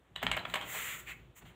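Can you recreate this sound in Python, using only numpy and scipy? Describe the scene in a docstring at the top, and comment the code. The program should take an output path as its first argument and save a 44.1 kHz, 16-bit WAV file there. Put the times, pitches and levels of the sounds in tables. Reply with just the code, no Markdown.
"""A few keys are pressed and let go on a plastic keyboard in a small, lively room.
Each keycap rattles briefly against its stop; the heavier strokes thump the desk.
As the typing ends, the right arm slides along the cloth wrist rest.
The hand then brushes the mouse pad and settles on the mouse, over quiet air and a low hum."""
import sys
import numpy as np
from scipy import signal
from scipy.fft import rfft, irfft
from scipy.io import wavfile
from scipy.ndimage import uniform_filter1d

SR = 44100
rng = np.random.default_rng(int(sys.argv[2]) if len(sys.argv) > 2 else 0)


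def transcribe(signal):
    """Save signal, clipped to [-1, 1], as a 16-bit WAV file at the path in sys.argv[1]."""
    frames = np.atleast_2d(signal).T
    limited = np.clip(frames, -1, 1)
    pcm = np.round(limited * 32767).astype(np.int16)
    wavfile.write(sys.argv[1], SR, pcm)


N = 68355
TIME_S, FREQ_HZ = np.arange(N) / SR, np.fft.rfftfreq(N, 1 / SR)


def amp(db):
    """Decibels to gain."""
    return 10 ** (np.asarray(db) / 20)


def unit(x):
    """Scales to rms 1."""
    return x / np.sqrt(np.mean(x ** 2) + 1e-20)


def add(mix, start_s, sound):
    """Mixes a sound in at start_s."""
    part = mix[max(round(start_s * SR), 0):][:len(sound)]
    part += sound[:len(part)]


def log_interp(points, hz):
    """Reads a table on a log-frequency axis."""
    point_hz, value = np.transpose(points)
    return np.interp(np.log(hz + 1), np.log(point_hz + 1), value)


def spectrum(colour, hz, peak_hz=0, peak_db=0, width_hz=1):
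    """Gains of a colour with one optional resonance."""
    return amp(log_interp(colour, hz) + peak_db / (1 + (2 * (hz - peak_hz) / width_hz) ** 2))


def noise(colour, **resonance):
    """Steady coloured noise, rms 1."""
    return unit(irfft(rfft(rng.standard_normal(N)) * spectrum(colour, FREQ_HZ, **resonance), N))


def narrow_noise(centre_hz, width_hz):
    """Noise in one narrow resonance, rms 1."""
    gain = 1 / (1 + (2 * (FREQ_HZ - centre_hz) / width_hz) ** 2)
    return unit(irfft(rfft(rng.standard_normal(N)) * gain, N))


def cusp(peak_s, rise_s, fall_s):
    """Envelope with exponential rise and fall."""
    return np.exp(-abs(TIME_S - peak_s) / np.where(TIME_S < peak_s, rise_s, fall_s))


def ring(modes, t):
    """Damped modes of alternating sign after a blow."""
    return sum((-1) ** k * amp(db - 60 * t / t60_s) * np.sin(2 * np.pi * hz * t)
               for k, (hz, db, t60_s) in enumerate(modes))


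# Air and rumble spectra. Each row: frequency in Hz, level in dB.
AIR_COLOUR = [(20, -6), (55, 5), (120, -2.5), (200, -6), (400, -4.5), (800, -10), (2000, -15),
              (3500, -19.5), (5000, -37), (7300, -28.5), (10500, -36.5), (15000, -36)]
RUMBLE_COLOUR = [(20, -29), (42, -17), (55, 3), (75, -6), (120, 3), (180, -1.5), (280, -18), (370, -3.5),
                 (600, -50), (2000, -60)]
# Swell of rumble and hum. Each row: time in seconds, gain in dB.
LOW_SWELL = [(0, -2.5), (0.049, -28), (0.099, -6), (.3, 11), (.45, 1), (.8, -2.5), (1.29, 0.5),
             (1.36, -14.5), (1.44, 4), (1.55, -0.5)]


def background():
    """Quiet room air, and a low rumble and hum that swell and dip."""
    air = amp(-67.5) * noise(AIR_COLOUR)
    rumble = amp(-61) * noise(RUMBLE_COLOUR)
    hum = amp(-64.5) * narrow_noise(centre_hz=55.5, width_hz=7.5)
    swell = amp(np.interp(TIME_S, *np.transpose(LOW_SWELL)))
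    return air + swell * (rumble + hum)


# Room decay. Each row: frequency in Hz, T60 in seconds.
ROOM_DECAY = [(150, 2), (600, 1), (2200, 0.27), (4000, 1.04), (8000, 0.31), (15000, 0.5)]
# Reflection spectrum. Each row: frequency in Hz, level in dB.
ROOM_COLOUR = [(150, 14.5), (700, 2), (2200, 3.5), (4000, -6.5), (8000, 2), (15000, -1)]


def room(x):
    """Diffuse reflections of a small room, each band dying at its own speed."""
    hz, t, bands = signal.stft(rng.standard_normal(SR), SR, nperseg=256)
    decay_db = 60 * t / log_interp(ROOM_DECAY, hz)[:, None]
    bands = bands * amp(log_interp(ROOM_COLOUR, hz)[:, None] - decay_db)
    tail = signal.istft(bands, SR, nperseg=256)[1]
    tail *= np.clip(np.arange(len(tail)) / SR / 0.009, 0, 1) ** 2  # 9 ms build-up
    return signal.fftconvolve(x, tail / np.linalg.norm(tail))[:N]


# Desk modes. Each row: frequency in Hz, level in dB, T60 in seconds.
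DESK_MODES = [(51.85, -22, .9), (85.3, -18, 0.42), (116.76, -8, 0.64), (168.6, -5.5, 0.34),
              (179.1, -2.5, 0.52), (202, -9.5, 0.21), (234.3, 2, 0.13), (255, 0.5, 0.22), (420, 3.5, 0.13),
              (570, -29, 0.13)]
# Thumps. Each row: start in seconds, level in dB, push length in seconds.
DESK_THUMPS = [(0.227, -39.5, 0.00067), (0.265, -53.5, 0.0043), (0.317, -42.5, 0.0049),
               (0.374, -49, 0.0025), (0.471, -45, 0.0028), (0.539, -54.5, 0.00088), (0.607, -43, 0.0053),
               (0.748, -60, 0.00093), (1.189, -53, .007), (1.421, -41, 0.0077)]


def desk(rise_s=0.0054):
    """Pushes set the desk top swaying; longer pushes sound duller."""
    out, t = np.zeros(N), np.arange(SR) / SR
    top = ring(DESK_MODES, t) * (1 - np.exp(-t / rise_s))
    for start_s, db, length_s in DESK_THUMPS:
        push = t * np.exp(-4 * t / length_s)
        add(out, start_s, amp(db) * signal.fftconvolve(push / push.sum(), top))
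    return out


def mouse():
    """The hollow mouse shell rings as the hand grazes it."""
    graze = cusp(peak_s=1.12, rise_s=0.02, fall_s=0.052)
    return amp(-56) * graze * narrow_noise(centre_hz=2194, width_hz=190)


# Finger touches. Each row: peak time in seconds, level in dB, fall in seconds.
FINGER_TOUCHES = [(0.624, -45.5, 0.018), (0.751, -41.5, 0.026), (1.095, -54, 0.02), (1.424, -55.5, 0.01),
                  (1.458, -59, 0.021), (1.505, -64.5, 0.075)]
# Touch spectrum. Each row: frequency in Hz, level in dB.
TOUCH_COLOUR = [(150, -29), (400, -7), (600, -5.5), (1200, -4.5), (2400, -8.5), (3200, -11.5),
                (4200, -17.5), (5000, -33), (7500, -22.5), (15000, -43)]


def fingers(rise_s=0.0091):
    """Fingers land softly on plastic."""
    level = sum(amp(db) * cusp(peak_s, rise_s, fall_s) for peak_s, db, fall_s in FINGER_TOUCHES)
    return level * noise(TOUCH_COLOUR)


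# Keyboard shell modes. Each row: frequency in Hz, gain in dB, T60 in seconds.
SHELL_MODES = [(1354, 7.5, 0.12), (1890, -31, 0.041), (2530, -4, .1)]


def keyboard_shell(rub):
    """Friction sets the keyboard's hollow plastic ringing."""
    return sum(amp(db) * signal.lfilter(*signal.iirpeak(hz, hz * t60_s / 2.2, SR), rub)
               for hz, db, t60_s in SHELL_MODES)


# Cloth friction spectra. Each row: frequency in Hz, level in dB.
RUB_COLOUR = [(200, -17.5), (600, -22.5), (1000, -6), (1350, -2), (1600, -2), (2000, 6), (2400, 0.5),
              (3200, -2), (4200, -13), (5200, -27), (8000, -32)]
HISS_COLOUR = [(3000, -36), (5200, -18.5), (6300, -5), (7300, 5), (8500, -3.5), (10800, -10), (13000, -3),
               (15300, 2)]
# Slide envelope. Each row: time in seconds, rub in dB, hiss in dB.
ARM_SLIDE = [(.42, -80, -81), (.50, -54.5, -57.5), (.56, -53, -66), (0.643, -55, -59.5),
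             (0.698, -47.5, -43.5), (0.753, -43, -40.5), (.81, -41.5, -40.5), (0.869, -42.5, -42.5),
             (.94, -43.5, -44), (.982, -54, -51), (1.001, -51.5, -48), (1.023, -61, -58.5),
             (1.059, -72, -72)]


def arm_slide():
    """Skin rubs and hisses along the cloth wrist rest and excites the plastic beside it."""
    times_s, rub_db, hiss_db = np.transpose(ARM_SLIDE)
    rub = amp(np.interp(TIME_S, times_s, rub_db, left=-120, right=-120)) * noise(RUB_COLOUR)
    hiss = amp(np.interp(TIME_S, times_s, hiss_db, left=-120, right=-120)) * noise(HISS_COLOUR)
    return rub + keyboard_shell(rub) + hiss


# Brushes. Each row: peak time, rise and fall in seconds, rub and hiss in dB, rub pitch in Hz.
HAND_BRUSHES = [(1.097, 0.024, 0.029, -44.5, -53, 2500), (1.38, 0.017, 0.018, -60.5, -54.5, 980),
                (1.470, 0.013, 0.032, -60.5, -67, 3060)]


def brushes():
    """Hand and sleeve brush past in short swells of friction noise."""
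    out = np.zeros(N)
    for peak_s, rise_s, fall_s, rub_db, hiss_db, rub_hz in HAND_BRUSHES:
        width_s = np.where(TIME_S < peak_s, rise_s, fall_s)
        stroke = np.exp(-0.5 * abs((TIME_S - peak_s) / width_s) ** 3)
        rub = amp(rub_db) * noise(RUB_COLOUR, peak_hz=rub_hz, peak_db=8, width_hz=380)
        hiss = amp(hiss_db) * noise(HISS_COLOUR, peak_hz=6740, peak_db=2.5, width_hz=1900)
        out += stroke * (rub + hiss)
    return out


def hand(grain_db=0.17, grain_s=0.0013, room_db=-8):
    """Faintly grainy friction and touches, plus the ringing mouse, with room reflections."""
    friction = arm_slide() + brushes()
    flutter = unit(uniform_filter1d(rng.standard_normal(N), round(grain_s * SR)))
    grain = unit(amp(grain_db * flutter))
    direct = grain * (friction + fingers()) + mouse()
    return direct + amp(room_db) * room(direct)


LEAD_S, KEY_ROOM_DB = 0.005, -7


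def rattle(colour, length_s, fall_s, rise_s=0.0003, size=2048, **resonance):
    """A dense, even burst of tiny impacts: starts LEAD_S in, holds for length_s, dies quickly."""
    t = np.arange(size) / SR - LEAD_S
    envelope = np.clip(t / rise_s, 0, 1) * np.exp(-np.maximum(t - length_s, 0) / fall_s)
    gain = spectrum(colour, np.fft.rfftfreq(size, 1 / SR), **resonance)
    burst = irfft(gain * rfft(rng.standard_normal(size)))
    for _ in range(8):  # impose envelope and spectrum in turn
        burst = envelope * np.cos(np.angle(signal.hilbert(burst)))
        burst = irfft(gain * np.exp(1j * np.angle(rfft(burst))))
    burst *= np.exp(np.minimum(t, 0) / rise_s) * signal.windows.tukey(size, 0.1)
    return burst * np.linalg.norm(envelope) / np.linalg.norm(burst)


# Spectra of the four parts of a key contact. Each row: frequency in Hz, level in dB.
KNOCK_COLOUR = [(100, -24.5), (300, -15.5), (480, -9), (640, -2.5), (1000, -3.5), (1350, -4), (1700, -1),
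                (2600, -13), (5000, -49)]
CLACK_COLOUR = [(400, -29), (1100, -11), (1800, 3.5), (2200, 1), (2600, -1.5), (3200, 0), (4000, -7.5),
                (4500, -15), (5300, -27.5), (9000, -49)]
TICK_COLOUR = [(2500, -44), (5200, -27), (6400, -5.5), (7700, 0.5), (8500, -4), (9300, -16), (10800, -13),
               (15500, -15.5)]
SNAP_COLOUR = [(2500, -48), (5000, -5), (9000, -12.5), (11000, -11.5), (12500, 4.5), (14000, -1),
               (15500, 4)]
# Keyboard case modes. Each row: frequency in Hz, level in dB, T60 in seconds.
CASE_MODES = [(641, 4, 0.1), (738, -5, 0.38), (816, 8.5, 0.12), (958.5, 0, 0.27), (1413, 13.5, 0.067),
              (1826, -1, 0.21), (2100, -35, 0.29), (2152, 14, 0.083), (2182, -14, 0.7), (2569, 2.5, 0.42),
              (2889, -16, 0.54), (2950, -3, 0.24), (3610, -43, .12)]


def keystroke(length_s, knock_db, knock_hz, clack_db, cap_hz, cap_db, tick_db, snap_db):
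    """A keycap hits its stop; the case rings, and desk and screens return early echoes."""
    knock = rattle(KNOCK_COLOUR, length_s, fall_s=0.0025, peak_hz=knock_hz, peak_db=8.5, width_hz=200)
    clack = rattle(CLACK_COLOUR, length_s, fall_s=0.0016, peak_hz=cap_hz, peak_db=cap_db, width_hz=336)
    tick = rattle(TICK_COLOUR, length_s, fall_s=0.0018)
    snap = rattle(SNAP_COLOUR, length_s, fall_s=0.0018)
    contact = amp(knock_db) * knock + amp(clack_db) * clack + amp(tick_db) * tick + amp(snap_db) * snap
    t = np.arange(SR // 4) / SR
    case = ring(CASE_MODES, t)
    echoes = rng.standard_normal(len(t)) * t * np.exp(-t / 0.0095)  # peak at 9.5 ms
    response = signal.unit_impulse(len(t))
    response += amp(-17.5) * case / np.linalg.norm(case)
    response += amp(-7.5) * echoes / np.linalg.norm(echoes)
    return signal.fftconvolve(contact, response)


# Stem scrapes. Each row: start and length in seconds, level in dB, pitch in Hz.
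STEM_SCRAPES = [(0.166, 0.055, -52, 3380), (0.327, 0.026, -39.5, 2130), (0.624, 0.02, -49.5, 3146)]


def stem_scrapes(edge_s=0.0052):
    """Key stems scrape in their guides, each with a room tail."""
    out = np.zeros(N)
    for start_s, length_s, db, hz in STEM_SCRAPES:
        outside_s = np.maximum(abs(TIME_S - start_s - length_s / 2) - length_s / 2, 0)
        travel = np.exp(-outside_s / edge_s)
        scrape = amp(db) * travel * noise(CLACK_COLOUR, peak_hz=hz, peak_db=16.5, width_hz=1100)
        out += scrape + amp(KEY_ROOM_DB) * room(scrape)
    return out


# Key contacts. Each row: start and rattle length in seconds, knock in dB, knock pitch in Hz,
# clack in dB, keycap pitch in Hz, keycap resonance in dB, tick in dB, fingernail snap in dB.
KEY_CONTACTS = [(0.1569, 0.0012, -54.5, 1080, -48, 3100, 27, -65, -78),
                (.1600, 0.0031, -43, 1090, -37.5, 3900, 21, -54.5, -57),
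                (.1606, 0.0021, -69.5, 633, -37, 2940, 31, -74, -66),
                (0.217, 0.0078, -49, 900, -52, 3490, -2, -69, -80),
                (0.2279, 0.0023, -30, 690, -37, 2900, 3.5, -53, -39.5),
                (0.2322, 0.0033, -39.5, 1470, -34.5, 3040, 5, -48.5, -64),
                (0.2662, 0.00144, -29, 915, -22.5, 3160, 7.5, -49.5, -65),
                (0.3148, .0026, -32.5, 991, -25, 2900, 9, -40, -59.5),
                (0.3665, 0.0045, -35.5, 676, -37, 2340, 14, -50.5, -45.5),
                (0.374, 0.0026, -34, 992, -33.5, 3000, 9.5, -81, -69),
                (0.392, 0.0015, -46, 804, -39, 4020, 20.5, -76, -68),
                (0.4513, 0.0016, -41, 743, -40, 3370, 22.5, -66, -78),
                (.4532, 0.0018, -35.5, 1263, -36.5, 2460, 12, -62.5, -74),
                (0.4983, 0.0027, -62, 850, -45, 3870, 15.5, -59, -72),
                (0.5388, 0.00054, -33.5, 740, -25.5, 2970, 4, -52, -62),
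                (0.5409, 0.0024, -30.5, 1125, -29.5, 2914, 6.5, -39.5, -49),
                (0.5554, .0045, -35.5, 957, -32, 2309, 7.5, -51.5, -47),
                (.5638, 0.005, -43, 672, -38.5, 2240, 8.5, -64, -66),
                (0.6115, 0.0029, -46.5, 963, -39, 3200, 14, -53.5, -67)]


def typing():
    """Keys hit their stops on press and release, each with a room tail."""
    out = np.zeros(N)
    for start_s, *contact in KEY_CONTACTS:
        stroke = keystroke(*contact)
        add(out, start_s - LEAD_S, stroke)
        add(out, start_s - LEAD_S, amp(KEY_ROOM_DB) * room(stroke))
    return out


def scene():
    """Keyboard, desk, hand and background in one channel."""
    return (typing() + stem_scrapes() + desk() + hand() + background())[None]


def record(dry, bass_cut_hz=45.5, band_limit_hz=15650):
    """The recorder's bass cut and band limit."""
    highpass = signal.butter(4, bass_cut_hz, "high", fs=SR, output="sos")
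    lowpass = signal.firwin(401, band_limit_hz, window=("kaiser", 9), fs=SR)
    return signal.oaconvolve(signal.sosfilt(highpass, dry), lowpass[None], "same")


dry = scene()
out = record(dry)
transcribe(out)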